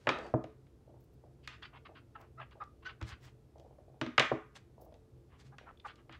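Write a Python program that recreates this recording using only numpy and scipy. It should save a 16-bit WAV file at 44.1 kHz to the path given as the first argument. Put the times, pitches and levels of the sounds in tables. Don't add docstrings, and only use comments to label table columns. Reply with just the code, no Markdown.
import sys
import numpy as np
from scipy import signal
from scipy.fft import rfft, irfft
from scipy.io import wavfile
from scipy.ndimage import map_coordinates

SR = 44100
rng = np.random.default_rng(int(sys.argv[2]) if len(sys.argv) > 2 else 0)


def inscribe(sig):
    pcm = np.round(np.clip(np.atleast_2d(sig).T, -1, 1) * 32767)
    wavfile.write(sys.argv[1], SR, pcm.astype(np.int16))


N = 273111
AGE_S = np.arange(SR * 3 // 5) / SR

# (centre [Hz], width [Hz], lift [dB])
STAMP_RESONANCES = [(1136, 300, 5), (1660, 1100, 2.5), (2730, 350, 5), (3160, 510, 5.5), (4720, 530, 8)]
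# (frequency [Hz], density [dB])
TACK_SPECTRUM = [(200, 9), (600, 14), (1200, 2.5), (2200, -3), (4000, -10), (5500, -19.5), (8000, -21),
                 (15000, -44)]


def from_db(db):
    return 10 ** (np.asarray(db) / 20)


def unit_rms(x):
    return x / np.sqrt(np.mean(x ** 2) + 1e-20)


def at_hz(points, hz):
    table_hz, value = np.transpose(points)
    return np.interp(np.log(np.maximum(hz, 1)), np.log(table_hz), value)


def decay(t60_s, age_s=AGE_S):
    return np.exp(-np.log(1000) * age_s / t60_s)


def rise(build_s, age_s=AGE_S):
    return 1 - np.exp(-age_s / build_s)


def swell(half_s, squareness):
    t = AGE_S[:12288] - AGE_S[:12288].mean()
    return t, np.exp(-np.abs(t / half_s) ** squareness)


def add(track, time_s, sound):
    at = int(round(time_s * SR))
    first, last = max(at, 0), min(at + len(sound), len(track))
    track[first:last] += sound[first - at:last - at]


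def butter(x, hz, kind, order=2):
    sos = signal.butter(order, np.clip(hz, 10, .45 * SR), kind, fs=SR, output="sos")
    return signal.sosfilt(sos, x + 1e-18)


def noise(spectrum, size, resonances=()):
    hz = np.arange(size // 2 + 1) * SR / size
    peaks_db = sum(db / (1 + (2 * (hz - centre) / width) ** 2) for centre, width, db in resonances)
    gain = from_db(at_hz(spectrum, hz) + peaks_db)
    return unit_rms(irfft(rfft(rng.standard_normal(size)) * gain, size))


def drift(rate_hz, size, knots=4096):
    steps = np.arange(size) * rate_hz / SR
    return np.interp(steps, np.arange(knots), rng.standard_normal(knots))


def ring(modes, spread_db, size=len(AGE_S)):
    t = AGE_S[:size]
    out = np.zeros(size)
    for k, (hz, db, t60_s) in enumerate(modes):
        gain = (-1) ** k * from_db(db + spread_db * rng.standard_normal())
        out += gain * np.sin(2 * np.pi * hz * t) * decay(t60_s, t)
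    return out


def dense_ring(spectrum, envelope, size):
    centres_hz = 63 * 2 ** (np.arange(25)[:, None] / 3)
    hz = np.maximum(np.arange(size // 2 + 1) * SR / size, 1)
    shares = np.maximum(1 - 3 * np.abs(np.log2(hz / centres_hz)), 0)
    bands = irfft(rfft(rng.standard_normal(size)) * shares, size) * envelope(centres_hz, AGE_S[:size])
    energies = np.sum(bands ** 2, axis=1, keepdims=True)
    gains = np.sqrt(centres_hz / energies) * from_db(at_hz(spectrum, centres_hz))
    out = np.sum(bands * gains, axis=0)
    return out / np.sqrt(np.sum(out ** 2))


def rasp(half_s, hz, spectrum, band_ratio, squareness, grain_db=2, resonances=(), glide_oct=0):
    t, envelope = swell(half_s, squareness)
    read_position = np.cumsum(2 ** (glide_oct * np.clip(t / half_s, -2, 2)))
    gliding = map_coordinates(noise(spectrum, len(t), resonances), [read_position], mode="wrap")
    snaps = gliding * from_db(grain_db * drift(800, len(t)))
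    sound = envelope * butter(snaps, [hz / band_ratio, hz * band_ratio], "band", order=3)
    return t[0], sound * np.sqrt(np.sum(envelope ** 2) / np.sum(sound ** 2))


def background(air_db=-62, waver_db=5, wander_hz=4.6):
    # (frequency [Hz], density [dB])
    air_spectrum = [(20, -26.5), (40, -3), (62, -3), (90, -2), (130, -3.5), (180, -12.5), (270, -10.5),
                    (450, -14.5), (650, -22), (1000, -30), (2000, -38.5), (5000, -42.5), (13000, -49),
                    (15500, -56)]
    # (frequency [Hz], level [dB])
    partials = [(64.6, -70), (129.2, -69), (344.5, -77.5), (441.4, -78.5)]
    out = from_db(air_db) * noise(air_spectrum, N)
    for hz, db in partials:
        phase = 2 * np.pi * np.cumsum(hz + wander_hz * drift(6.5, N)) / SR
        out += from_db(db + waver_db * drift(12, N)) * np.sqrt(2) * np.sin(phase)
    return out


def rubs(drag_peak_s=.19, drag_db=-46.5, ring_peak_s=.245):
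    # (peak time [s], level [dB], half length [s])
    strokes = [(0.036, -73, 0.1), (0.238, -68.5, 0.085), (2.215, -67.5, 0.0058), (3.09, -54.5, 0.026),
               (3.256, -63, 0.036), (4.565, -53, 0.011), (5.407, -63.5, 0.017), (5.467, -69, 0.023),
               (5.871, -61.5, 0.016)]
    # (frequency [Hz], density [dB])
    spectrum = [(200, 7), (600, 14), (1200, 0.5), (3200, -7.5), (5000, -10), (8000, -16.5), (15000, -40)]
    # (frequency [Hz], level [dB])
    drag_rings = [(750, -60), (4650, -73)]
    out = np.zeros(N)
    for peak_s, db, half_s in strokes:
        offset_s, hiss = rasp(half_s, 5500, spectrum, band_ratio=4, squareness=1.9)
        add(out, peak_s + offset_s, from_db(db) * hiss)
    offset_s, scrape = rasp(.11, 575, spectrum, band_ratio=3.2, squareness=3, grain_db=.5)
    add(out, drag_peak_s + offset_s, from_db(drag_db) * scrape)
    t, envelope = swell(half_s=.055, squareness=3.8)
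    for hz, db in drag_rings:
        ringing = butter(rng.standard_normal(len(t)), [hz - 80, hz + 80], "band")
        add(out, ring_peak_s + t[0], from_db(db) * envelope * unit_rms(ringing))
    return out


def block_impact(build_cycles=2.1, crack_s=.0014, size=4096):
    # (frequency [Hz], level [dB], t60 [s])
    modes = [(590, -1.5, 0.05), (993, -11, 0.07), (1234, -8, 0.23), (1486, -4.5, 0.073), (1656, -11, 0.11),
             (1962, -6.5, 0.056), (2444, -7, 0.054), (2760, -8, 0.04), (3010, -10.5, 0.057),
             (3305, -9.5, 0.1), (3680, -9.5, 0.032), (4080, -13.5, 0.019), (7060, -27.5, 0.027)]
    # (frequency [Hz], density [dB])
    spectrum = [(100, -9.5), (300, -2), (500, 0.5), (800, -2), (1300, -2), (2200, -4.5), (3300, -9.5),
                (4200, -14.5), (5200, -19.5), (7000, -24), (10000, -40), (15000, -40)]

    def envelope(hz, age_s):
        build_s = np.minimum(build_cycles / hz, .0012)
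        return rise(build_s, age_s) * decay(.027 * (1500 / hz) ** .28, age_s)
    dense = from_db(22.5) * dense_ring(spectrum, envelope, size)
    snap = rng.standard_normal(size) * np.exp(-(AGE_S[:size] / crack_s) ** 2)
    crack = butter(snap, [3200, 6400], "band")
    tones = from_db(-8.5) * ring(modes, spread_db=2, size=size)
    return dense + tones + from_db(-6) * crack / np.abs(crack).max()


def desk_boom():
    # (frequency [Hz], level [dB], t60 [s])
    modes = [(126, -2.5, 0.14), (155, -9.5, 0.13), (200, -14, 0.13), (263, -3, 0.078), (327, -7, 0.15),
             (367.4, -16.5, 0.099), (429, -13.5, 0.49), (513, -11.5, 0.09), (625.7, -10, 0.098)]
    return ring(modes, spread_db=3.5) * rise(.005)


def clacks():
    # (time [s], level [dB], low-pass [Hz], high-pass [Hz], desk boom re level [dB])
    contacts = [(0.0704, -22.5, 2280, 266, -10.5), (0.0789, -31.5, 1410, 302, -9),
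                (0.0901, -21, 5530, 342, -13.5), (3.0133, -45, 9500, 450, 0.5),
                (4.013, -31.5, 7570, 340, 1), (4.0632, -40.5, 5500, 596, -1.5),
                (4.1792, -15.5, 4300, 1200, -19), (4.1807, -17.5, 2200, 750, -15),
                (4.196, -16.5, 8900, 1660, -18), (4.2009, -20, 1800, 380, -14.5),
                (6.0941, -48, 2320, 502, -6)]
    out, boom = np.zeros(N), desk_boom()
    for time_s, db, top_hz, bottom_hz, desk_db in contacts:
        impact = butter(block_impact(), top_hz, "low")
        add(out, time_s, from_db(db) * butter(impact, bottom_hz, "high"))
        add(out, time_s, from_db(db + desk_db) * boom)
    return out


def ticks(top_hz=12200):
    # (time [s], level [dB], high-pass [Hz])
    taps = [(0.186, -43.5, 3020), (0.266, -52, 3000), (0.44, -50.5, 1192), (0.667, -70, 900),
            (1.475, -34.5, 2070), (2.51, -63, 1285), (2.638, -54, 4940), (3.026, -43, 3130),
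            (3.582, -55.5, 6020), (3.597, -51.5, 6000), (4.555, -54.5, 1423), (4.924, -71, 900),
            (4.941, -55.5, 4000), (5.583, -46, 1210), (5.957, -53, 4030), (6.125, -49.5, 2920)]
    out = np.zeros(N)
    for time_s, db, bottom_hz in taps:
        impact = butter(block_impact(), top_hz, "low", order=1)
        add(out, time_s, from_db(db) * butter(impact, bottom_hz, "high"))
    return out


def thuds(slap_hz=600, slap_delay_s=.00141, slap_half_s=.0014):
    # (time [s], level [dB], low-pass [Hz], desk boom re level [dB])
    landings = [(0.3391, -22.5, 876, -0.5), (0.441, -40.5, 814, -6), (4.3159, -24.5, 1130, -2.5)]
    out, t = np.zeros(N), AGE_S - slap_delay_s
    pulse = np.sin(2 * np.pi * slap_hz * t) * np.exp(-(t / slap_half_s) ** 2)
    slap = butter(pulse, 1700, "low", order=5)
    for time_s, db, top_hz, desk_db in landings:
        add(out, time_s, from_db(db + 5.5) * slap)
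        add(out, time_s, from_db(db + 2) * butter(block_impact(), top_hz, "low", order=4))
        add(out, time_s, from_db(db + desk_db) * desk_boom())
    return out


def creaks(gap_ratio=1.235, fade_db_per_s=8, band_hz=(370, 780), size=4096):
    # (start [s], length [s], first gap [s], level [dB])
    runs = [(0.876, .09, .064, -55), (1.238, .03, .06, -55), (1.89, .03, .06, -53),
            (2.553, .03, .06, -54.5), (3.556, .38, .0405, -52.5), (3.94, .03, .06, -57),
            (4.779, .18, .038, -53.5), (5.611, .03, .06, -53)]
    out = np.zeros(N)
    for start_s, length_s, first_gap_s, db in runs:
        ages_s = first_gap_s * (gap_ratio ** np.arange(8) - 1) / (gap_ratio - 1)
        for age_s in ages_s[ages_s < length_s]:
            for delay_s, lift_db, t60_s in ((0, 4, .04), (.016, 0, .13)):
                push = rng.standard_normal(size) * decay(t60_s, AGE_S[:size])
                slip = butter(push, band_hz, "band", order=3)
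                gain = from_db(db + lift_db - fade_db_per_s * age_s)
                add(out, start_s + age_s + delay_s, gain * slip / np.abs(slip).max())
    return out


def crackles():
    # (peak time [s], level [dB], half length [s])
    bursts = [(1.008, -73, .006), (1.042, -75, .01), (1.141, -77.5, .008), (2.211, -71, 0.009),
              (3.088, -76, 0.016), (3.25, -75, 0.026), (4.817, -61.5, 0.0045), (4.83, -70, 0.0086),
              (4.851, -67, .005)]
    # (frequency [Hz], density [dB])
    spectrum = [(5000, 5), (9000, -17), (12000, -6), (15000, -2)]
    out = np.zeros(N)
    for peak_s, db, half_s in bursts:
        offset_s, fizz = rasp(half_s, 12400, spectrum, band_ratio=1.68, squareness=1, grain_db=5)
        add(out, peak_s + offset_s, from_db(db) * fizz)
    return out


def peels_and_washes(detune_oct=.07, glide_oct=.1):
    # (peak time [s], level [dB], half length [s], centre [Hz])
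    # those at 1.523 s and 2.214 s are the washes, after a tick and a squeak
    bursts = [(1.45, -65.5, 0.017, 3800), (1.523, -57.5, 0.036, 2580), (1.633, -52, 0.01, 2900),
              (1.654, -51, 0.013, 2580), (1.745, -57, 0.013, 1470), (1.767, -56, 0.014, 1960),
              (1.863, -52.5, 0.0099, 2250), (1.973, -58, 0.02, 2220), (2.16, -60.5, 0.011, 1940),
              (2.214, -61, 0.048, 1240), (2.419, -50.5, 0.02, 1560), (2.525, -61.5, 0.0124, 2260),
              (2.834, -60.5, 0.0078, 1980), (2.864, -49.5, 0.013, 2970), (2.898, -51, 0.0179, 2350),
              (3.101, -60, 0.01, 2900), (3.123, -52.5, 0.0225, 2390), (3.281, -64.5, 0.013, 1720),
              (5.34, -68, 0.036, 1850), (5.711, -52.5, 0.0014, 1380), (5.895, -54, 0.023, 2330),
              (5.995, -67, 0.019, 1800), (6.139, -56.5, 0.028, 2280)]
    out = np.zeros(N)
    for (peak_s, db, half_s, hz), (shift, bend) in zip(bursts, rng.uniform(-.71, 1, (len(bursts), 2))):
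        detune = 2 ** (detune_oct * shift)
        resonances = [(centre * detune, width, lift) for centre, width, lift in STAMP_RESONANCES]
        offset_s, burst = rasp(half_s, hz, TACK_SPECTRUM, band_ratio=2.04, squareness=2.6,
                               resonances=resonances, glide_oct=glide_oct * bend)
        add(out, peak_s + offset_s, from_db(db) * burst)
    return out


def squeaks(arch_oct=.044, wobble=.045):
    # (peak time [s], level [dB], half length [s], pitch [Hz], glide [oct per half length],
    # overtones re level [dB], group size [slips], sidebands re level [dB], rasp re level [dB])
    slides = [(1.6266, -48, 0.0012, 1800, .15, -16, 2, -8, -11),
              (1.634, -50.5, .005, 3330, 0.12, -35, 3, -18, -16),
              (1.642, -54, 0.0025, 1180, -0.1, -3, 2, -22, -14),
              (2.16, -48, 0.0069, 1346, -0.075, -37, 3, -6, -7),
              (2.394, -52, 0.016, 1334, 0.025, -24.5, 2, -10, -12),
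              (2.404, -45, 0.004, 1246, 0.037, -23, 4, -8.5, -14),
              (2.417, -62, 0.0067, 860, -.06, 8, 2, -2, 0),
              (2.6197, -42, 0.014, 1243, -0.063, -27, 3, -13, -9.5),
              (2.87, -44, 0.013, 1531, 0.038, -14.5, 3, -26, -12),
              (3.019, -55, 0.01, 1338, -.1, -22, 2, -19, 3.5),
              (5.536, -66.5, 0.0142, 1209, 0.12, -22, 3, 1, 3),
              (5.688, -57.5, 0.021, 1315, -.12, -29, 3, -8, 1),
              (5.775, -66, 0.002, 3550, -0.022, -22, 4, -14, -10),
              (5.801, -60, 0.0028, 3500, -0.016, -32, 4, -15, -2),
              (5.859, -46, 0.01, 1194, -0.15, -22, 4, -7, 0.5),
              (5.887, -59, 0.0033, 2870, -0.033, -24, 2, -7, -12)]
    # (multiple of pitch, level [dB])
    harmonics = [(2, 0), (3, -5), (4, -13)]
    out = np.zeros(N)
    for peak_s, db, half_s, hz, glide_oct, overtone_db, group, sideband_db, rasp_db in slides:
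        t, envelope = swell(half_s, squareness=3.4)
        progress = np.clip(t / half_s, -2, 2)
        bend_oct = glide_oct * progress - arch_oct * progress ** 2
        slip_hz = hz * 2 ** bend_oct * (1 + wobble * drift(900, len(t), knots=8192))
        phase = 2 * np.pi * np.cumsum(slip_hz) / SR
        overtones = sum(from_db(level_db) * np.sin(k * phase) for k, level_db in harmonics)
        sidebands = np.sin(phase - phase / group) + from_db(-4) * np.sin(phase + phase / group)
        tone = np.sin(phase) + from_db(overtone_db) * overtones + from_db(sideband_db) * sidebands
        add(out, peak_s + t[0], from_db(db) * envelope * np.sqrt(2) * tone)
        offset_s, grit = rasp(half_s, hz, TACK_SPECTRUM, band_ratio=1.7, squareness=2,
                              resonances=STAMP_RESONANCES)
        add(out, peak_s + offset_s, from_db(db + rasp_db) * grit)
    return out


def case_bumps():
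    # (time [s], level [dB])
    nudges = [(3.02, -35), (3.12, -47), (3.25, -54), (5.322, -61)]
    # (frequency [Hz], level [dB], t60 [s])
    modes = [(68, 15, 0.07), (113.6, 5, 0.14), (193.5, -10.5, 0.34)]
    out = np.zeros(N)
    for time_s, db in nudges:
        add(out, time_s, from_db(db) * ring(modes, spread_db=-6) * rise(.018))
    return out


def shudders():
    # (time [s], level [dB])
    jolts = [(4.018, -41), (4.066, -35.5)]
    # (frequency [Hz], level [dB], t60 [s])
    modes = [(248, -4.5, 0.15), (305, -7, 0.11), (362, -5.5, 0.11)]
    out = np.zeros(N)
    for time_s, db in jolts:
        add(out, time_s, from_db(db) * ring(modes, spread_db=3.5) * rise(.0054))
    return out


def room(x, t60_scale=1, wet_db=-9.5, build_s=.0033):
    # (frequency [Hz], density [dB])
    spectrum = [(60, -18), (130, -4), (280, 7), (500, -1.5), (750, -3.5), (1300, 1), (2100, 1.5), (3600, 0),
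                (5500, -1), (8000, -3), (15000, -9)]
    # (frequency [Hz], t60 [s])
    decay_times = [(100, 0.082), (600, 0.22), (1500, 0.42), (3300, .32), (5200, 0.3), (8000, 0.38),
                   (15000, .16)]

    def envelope(hz, age_s):
        onset = 1 - np.exp(-(age_s / build_s) ** 2)
        return onset * decay(t60_scale * at_hz(decay_times, hz), age_s)
    return from_db(wet_db) * signal.fftconvolve(x, dense_ring(spectrum, envelope, size=24576))[:N]


def scene():
    dull = thuds() + creaks() + shudders()
    squeaking = squeaks()
    covered = peels_and_washes() + rubs() + case_bumps() + crackles()
    near = room(from_db(-3) * covered + from_db(-5.5) * squeaking, t60_scale=.55)
    walls = sum(room(clacks() + ticks() + dull) for _ in range(2)) / np.sqrt(2)
    direct = clacks() + ticks() + dull + covered + squeaking
    return (direct + near + walls + background())[None]


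def record(dry, low_cut_hz=42, high_cut_hz=15700):
    thinned = butter(dry, low_cut_hz, "high", order=3)
    return signal.sosfilt(signal.ellip(10, .1, 80, high_cut_hz, fs=SR, output="sos"), thinned)


dry = scene()
out = record(dry)
inscribe(out)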